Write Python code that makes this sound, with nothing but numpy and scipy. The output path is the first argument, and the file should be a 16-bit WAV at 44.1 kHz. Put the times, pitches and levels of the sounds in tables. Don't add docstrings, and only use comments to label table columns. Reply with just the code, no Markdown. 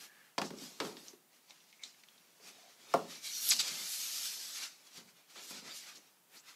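import sys
import numpy as np
from scipy import signal
from scipy.fft import rfft, irfft, next_fast_len
from scipy.io import wavfile
from scipy.ndimage import uniform_filter1d, map_coordinates

SR = 44100
rng = np.random.default_rng(int(sys.argv[2]) if len(sys.argv) > 2 else 0)


def persist_wave(psi):
    counts = np.round(np.clip(psi, -1, 1) * 32767).astype(np.int16)
    wavfile.write(sys.argv[1], SR, np.atleast_2d(counts).T)


N = 288855


def amp(db):
    return 10 ** (np.asarray(db) / 20)


def unit(x):
    return x / np.sqrt(np.mean(x ** 2) + 1e-20)


def along(points, hz):
    point_hz, values = np.transpose(points)
    return np.interp(np.log(hz + 1), np.log(point_hz + 1), values)


def wobble(rate):
    knots = rng.standard_normal(int(N * rate / SR) + 4)
    return map_coordinates(knots, [np.arange(N) * rate / SR])


def filtered(x, response):
    size = next_fast_len(len(x) + SR // 4)
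    return irfft(rfft(x, size) * response(np.fft.rfftfreq(size, 1 / SR)), size)[:len(x)]


def lowpass(x, cutoff_hz, order):
    return filtered(x, lambda hz: 1 / (1 + (hz / cutoff_hz) ** order))


def resonances(modes):
    return lambda hz: sum((-1) ** k * amp(db) * 1j * hz * width / (pitch**2 - hz**2 + 1j * hz * width)
                          for k, (pitch, width, db) in enumerate(modes))


# (frequency [Hz], relative level [dB])
HUSH_EQ = [(15, -68), (25, -17), (64, -26), (152, 1), (246, -2), (537, -6), (804, -3), (1050, -5.5),
           (4500, -10.5), (13600, -9.5), (15500, -11)]
def hush(level_db=-68.5):
    return amp(level_db) * unit(filtered(rng.standard_normal(N), lambda hz: amp(along(HUSH_EQ, hz))))


# (frequency [Hz], t60 [s])
ROOM_DECAY = [(150, 0.78), (600, 0.25), (3000, 0.085), (12000, 0.33)]
def room(x):
    hz, t, spectrum = signal.stft(rng.standard_normal(SR // 2), SR, nperseg=256)
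    decay = amp(-60 * t / along(ROOM_DECAY, hz)[:, None])
    tail = signal.istft(spectrum * decay, SR, nperseg=256)[1]
    return signal.fftconvolve(np.pad(x, (200, 0)), tail / np.linalg.norm(tail))[:N]


# (time [s], peak before the low-pass [dB], pitch [Hz], t60 [s])
WRAPPING_TICKS = [(.384, -24, 4700, 0.046), (0.5536, -58, 4473, 0.06), (0.5856, -42, 5390, 0.06),
                  (0.7015, -54, 4120, 0.06), (0.9682, -41.5, 3300, 0.073), (1.0825, -34.5, 6200, 0.098),
                  (1.836, -33.5, 7300, 0.071), (1.3299, -57, 2130, 0.066), (1.497, -51.5, 5740, 0.06),
                  (1.507, -40.5, 2170, 0.055), (1.6033, -51, 3420, 0.06), (1.6392, -58, 5850, 0.06),
                  (1.7272, -47.5, 2190, 0.15), (1.836, -31, 3800, 0.1), (1.944, -55, 2090, 0.066),
                  (2.0359, -45, 2040, 0.041), (2.0857, -47, 3100, 0.079), (2.1779, -53, 3750, 0.06),
                  (3.489, -23, 5450, .04), (3.593, -24, 4660, 0.052), (3.684, -30.5, 4670, 0.06)]
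def ticks():
    out, t = np.zeros(N + SR), np.arange(SR // 4) / SR
    for start, db, hz, t60 in WRAPPING_TICKS:
        force = rng.standard_normal(len(t)) * (amp(-60 * t / 0.012) + 0.38 * amp(-60 * t / t60))
        snap = filtered(force, resonances([(hz, 0.11 * hz, 0), (4500, 5000, -14)]))
        out[round(start * SR):][:len(t)] += amp(db) * snap / np.abs(snap).max()
    return lowpass(out[:N], cutoff_hz=8170, order=12)


# (pitch [Hz], width [Hz], relative level [dB])
CARTON_MODES = [(168, 24, 2), (243.8, 34, 5.5), (361.4, 105, 2.5), (432, 62, 4), (548, 43, 1), (680, 49, 3),
                (890, 350, 0.5), (1430, 250, -3), (1945, 400, -42.5)]
# (frequency [Hz], relative level [dB])
CRACK_EQ = [(600, -9.5), (1500, 8), (3000, 2), (5000, 3.5), (9000, -14.5), (15000, -39.5)]
# (time [s], body peak [dB], crack over body [dB], rattle t60 [s],
# hardness [dB/octave], pitch favoured by the spot struck [Hz], rattle over blow [dB])
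CARTON_KNOCKS = [(0.3802, -21.5, -12, 0.23, -4, 730, -9), (0.4164, -28.5, -6, 0.23, -8, 800, -12.5),
                 (.449, -35.5, -20, 0.26, -7.5, 280, -15), (0.505, -35.5, -17, 0.32, -8, 395, -13),
                 (.534, -43.5, -29, 0.22, -8, 330, -8), (0.617, -42.5, -14, 0.27, -11, 252, -8),
                 (0.8017, -27.5, -4, 0.31, 0, 392, -5), (0.85, -41, -2.5, 0.2, -16, 400, -2),
                 (.942, -50.5, -23, 0.22, -8, 450, -6), (.968, -47, -5.5, 0.24, -5, 310, -3),
                 (1.132, -47, -15, 0.15, -8, 378, -5), (2.397, -57.5, -12.5, 0.93, -4, 550, -1),
                 (2.867, -55, -26, 0.57, -0.5, 397, -10), (2.939, -15.5, -21, 0.27, -2, 587, -13.5),
                 (3.502, -48, -11.5, 0.26, -18, 245, -6), (3.712, -47.5, -25, 0.34, -9, 195, -3),
                 (4.977, -48.5, -21, 0.36, -3.5, 168, -3), (5.358, -50.5, -20, 0.32, 4.5, 407, -3),
                 (5.506, -41.5, -12, 0.38, -1, 190, -4), (5.622, -49, -18, 0.26, -3, 250, -10)]
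def knocks():
    out, t = np.zeros(N + SR), np.arange(SR // 2) / SR
    mode_hz, width, mode_db = np.transpose(CARTON_MODES)
    for start, db, crack_db, t60, hardness, spot_hz, rattle_db in CARTON_KNOCKS:
        body_noise, crack_noise = rng.standard_normal((2, len(t)))
        blow = amp(-60 * t / 0.021)
        rattle = amp(rattle_db - 60 * t / t60)
        spot_db = 11 * np.exp(-(np.log2(mode_hz / spot_hz) / 0.54) ** 2)
        struck_db = mode_db + hardness * np.log2(mode_hz / 400) + spot_db
        carton = resonances(np.transpose([mode_hz, width, struck_db]))
        body = filtered(body_noise * (blow + rattle), carton)
        crack = unit(filtered(crack_noise, lambda hz: amp(along(CRACK_EQ, hz))))
        crack *= amp(-60 * t / 0.024) + 0.26 * amp(-60 * t / (0.74 * t60))
        out[round(start * SR):][:len(t)] += amp(db) * (body / np.abs(body).max() + amp(crack_db) * crack)
    return out[:N]


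def slip_tone(length, first_hz, last_hz, smear_hz):
    progress = np.arange(round(length * SR)) / (length * SR)
    uneven = lowpass(rng.standard_normal(SR // 2), smear_hz, order=2)[:len(progress)]
    phase = 2 * np.pi * np.cumsum(first_hz + (last_hz - first_hz) * progress) / SR
    return np.sin(np.pi * progress) ** 0.26 * np.sin(phase) * unit(uneven)


# (time [s], length [s], start pitch [Hz], end pitch [Hz], level [dB])
FOAM_SQUEAKS = [(0.025, 0.26, 1710, 1675, -64.5), (1.497, 0.029, 840, 838, -62),
                (1.79, 0.052, 2240, 2170, -55.5), (2.544, 0.17, 697, 688, -65),
                (3.24, 0.09, 2240, 2200, -54), (3.304, 0.17, 5870, 5660, -43),
                (3.246, 0.33, 4350, 4200, -48.5), (3.702, 0.21, 4540, 4550, -51),
                (3.949, 0.184, 4360, 4500, -56), (4.1, 0.3, 6300, 5900, -51.5),
                (5.075, 0.025, 2220, 2200, -65), (5.708, 0.037, 4670, 4850, -49.5),
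                (5.706, 0.022, 3700, 3750, -49)]
def squeaks():
    out = np.zeros(N)
    for start, length, first_hz, last_hz, db in FOAM_SQUEAKS:
        tone = slip_tone(length, first_hz, last_hz, smear_hz=90 + 0.012 * first_hz)
        out[round(start * SR):][:len(tone)] += amp(db) * tone
    return out


# (frequency [Hz], gain [dB])
FOAM_EQ = [(410, -30), (700, -14.5), (1060, -16), (1250, -8.5), (1670, -9), (3270, -2), (5500, 2),
           (8660, -4.5), (13300, -4.5), (14700, -10), (15500, -39.5)]
# (pitch [Hz], width [Hz], boost at ring = 1 [dB])
FOAM_PEAKS = [(2300, 204, 3), (3710, 230, 2.5), (4240, 220, 4.5), (4650, 130, 4.5), (5400, 67, -4),
              (6370, 370, 2.5), (7240, 610, 3.5), (7880, 66, 10), (10050, 250, 4), (11380, 300, 6.5)]
def foam_colour(x, ring):
    def response(hz):
        boost_db = sum(db / (1 + (2 * (hz - pitch) / width) ** 2) for pitch, width, db in FOAM_PEAKS)
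        return amp(along(FOAM_EQ, hz) + ring * boost_db)
    return filtered(x, response)


# (time [s], length [s], start pitch [Hz], end pitch [Hz],
# squeal before EQ [dB], hiss before EQ [dB])
FOAM_JERKS = [(3.483, 0.042, 14000, 1007, -24, -40), (3.498, 0.048, 5510, 4580, -35, -24.5),
              (3.587, 0.035, 5000, 3770, -36.5, -25.5), (3.67, 0.026, 5500, 4590, -43, -34.5),
              (5.94, .045, 3800, 6510, -58, -51), (6.349, 0.063, 3060, 7500, -60, -56)]
def jerks():
    squeals, bursts = np.zeros((2, N))
    for start, length, first_hz, last_hz, squeal_db, hiss_db in FOAM_JERKS:
        squeal = slip_tone(length, first_hz, last_hz, smear_hz=900)
        swell = np.sin(np.linspace(0, np.pi, len(squeal)))
        hiss = rng.standard_normal(SR // 4)[:len(squeal)]
        squeals[round(start * SR):][:len(squeal)] += amp(squeal_db) * squeal
        bursts[round(start * SR):][:len(squeal)] += amp(hiss_db) * swell * hiss
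    return foam_colour(squeals + lowpass(bursts, cutoff_hz=9000, order=3), ring=1.3)


def slips(scatter_db, patchy_db):
    grains = rng.standard_normal(N) * amp(scatter_db * wobble(1800))
    spectrum = signal.stft(grains, nperseg=1024)[2]
    patches = uniform_filter1d(rng.standard_normal(spectrum.shape), 3, axis=0)
    patches = uniform_filter1d(patches, 5, axis=1)
    return signal.istft(spectrum * amp(patchy_db * unit(patches)), nperseg=1024)[1][:N]


# (time [s], hiss [dB], treble over hiss [dB], low band over hiss [dB], carton rumble [dB])
LONG_PULL = [(3.18, -76, -4, -9, -95), (3.246, -44.5, -11, -14.5, -72), (3.39, -47, -4, -15.5, -73),
             (3.475, -41.5, 0.5, -15.5, -64), (3.56, -41, -14, -16, -62.5), (3.64, -44, -14.5, -8, -60),
             (3.84, -46, -6.5, -10, -64), (3.91, -43.5, -4, -15.5, -76), (4.166, -41, -6.5, -13.5, -69),
             (4.52, -48.5, -7.5, -12.5, -71), (4.636, -43.5, -15, -5.5, -68),
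             (4.665, -49.5, -17, -6.5, -70), (4.702, -58.5, -13, -7, -76), (4.82, -70.5, -14, -8, -77),
             (4.95, -95, -11, -12, -100)]
# (time at full level [s], hold [s], 20 dB rise [s], 20 dB fall [s],
# hiss [dB], treble over hiss [dB], low band over hiss [dB], carton rumble [dB])
SHORT_RUBS = [(.008, 0.038, 0.025, 0.063, -56, -6, -4, -66), (.12, .15, 0.2, 0.18, -76.5, -2, 6, -76),
              (.45, 0.0081, 0.059, 0.081, -49, -22, -15, -61),
              (0.619, 0.041, 0.16, 0.23, -54, -11, -9.5, -60),
              (0.858, 0.0092, 0.089, 0.11, -51, -9, -5, -48.5),
              (.97, 0.14, 0.036, 0.099, -62, -6, -8.5, -66.5),
              (1.335, 0.018, 0.056, 0.4, -71.5, -10, -3.5, -75.5),
              (1.5, .02, 0.033, 0.17, -63.5, -20, -6, -76), (1.63, 0.039, 0.092, 0.45, -70.5, -18, -7, -81),
              (1.838, 0.013, 0.028, 0.14, -54.5, -28, -10, -71),
              (2.05, 0.25, 0.6, .2, -72.5, -7, -2, -77.5),
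              (2.48, 0.011, 0.13, 0.082, -57.5, -10, -3.5, -63),
              (2.55, 0.15, 0.09, .3, -64.5, -12, -4, -74), (2.9, 0.087, 0.2, 0.22, -58, -12, -3, -64),
              (3.11, 0.059, 0.071, 0.092, -51.5, -12.5, -5.5, -65),
              (4.868, 0.0061, 0.11, 0.05, -61.5, -10, -7, -77),
              (4.97, 0.012, 0.078, 0.077, -53, -12, -4.5, -65), (5.08, .02, .1, .1, -66.5, -12, -5.5, -74),
              (5.17, 0.039, 0.077, 0.11, -68.5, -10, 0, -76),
              (5.305, 0.033, 0.035, 0.092, -61.5, -10, -5, -76),
              (5.365, 0.03, 0.047, 0.14, -55.5, -17, -3.5, -65),
              (5.45, 0.062, 0.072, 0.046, -51.5, -7, -10.5, -68),
              (5.55, 0.032, .06, 0.065, -49, -16, -8, -63),
              (5.656, 0.07, 0.067, 0.068, -54, -18, -2.5, -59.5),
              (5.745, 0.044, 0.072, .2, -51, -8.5, -15, -72),
              (5.87, 0.016, 0.12, .12, -56.5, -14.5, 0, -67),
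              (5.96, .02, .06, 0.22, -65.5, -9.5, -3, -67.5),
              (6.345, 0.025, 0.064, 0.062, -64, -0.5, 1.5, -68), (6.44, .02, 0.044, .1, -70, -10, 2, -77),
              (6.487, 0.011, 0.062, 0.1, -60, -9, -0.5, -76)]
def strokes():
    def band_power(hiss_db, treble_db, low_db, rumble_db):
        return amp([hiss_db, hiss_db + treble_db, hiss_db + low_db, rumble_db]) ** 2
    t = np.arange(N) / SR
    times, *faders = np.transpose(LONG_PULL)
    pulling = (t > times[0]) & (t < times[-1])
    power = band_power(*[np.interp(t, times, fader) for fader in faders]) * pulling
    for full_at, hold, rise, fall, *levels in SHORT_RUBS:
        fade_db = -20 * np.maximum((full_at - t) / rise, (t - full_at - hold) / fall).clip(min=0)
        power += band_power(*levels)[:, None] * amp(fade_db) ** 2
    return np.sqrt(power)


# (frequency [Hz], relative level [dB])
RUMBLE_EQ = [(35, -68.5), (60, -23), (86, -20.5), (181, -6), (297, -7.5), (781, -12.5), (1000, -14.5),
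             (1300, -16.5), (2200, -120)]
def sliding():
    hiss_gain, treble_gain, low_gain, rumble_gain = strokes()
    rub = foam_colour(slips(scatter_db=0.19, patchy_db=2.5), ring=0.43)
    low = lowpass(rub, cutoff_hz=2700, order=6)
    treble = rub - lowpass(rub, cutoff_hz=8500, order=6)
    foam = low_gain * unit(low) + hiss_gain * unit(rub - low - treble) + treble_gain * unit(treble)
    shake = rng.standard_normal(N) * amp(1.1 * wobble(60))
    carton = resonances(CARTON_MODES)
    rumble = filtered(shake, lambda hz: amp(along(RUMBLE_EQ, hz)) * np.abs(carton(hz)) ** 0.097)
    flutter = amp(1.37 * wobble(30))
    return flutter * foam + rumble_gain * unit(rumble)


def scene(reverb_db=-11):
    accents = knocks() + ticks() + jerks() + squeaks()
    return (accents + amp(reverb_db) * room(accents) + sliding() + hush())[None]


def record(dry, bass_hz=110, top_hz=15660):
    bass_cut = lambda hz: (1j * hz / (1j * hz + bass_hz)) ** 2
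    return filtered(dry[0], lambda hz: bass_cut(hz) * (hz < top_hz))[None]


dry = scene()
out = record(dry)
persist_wave(out)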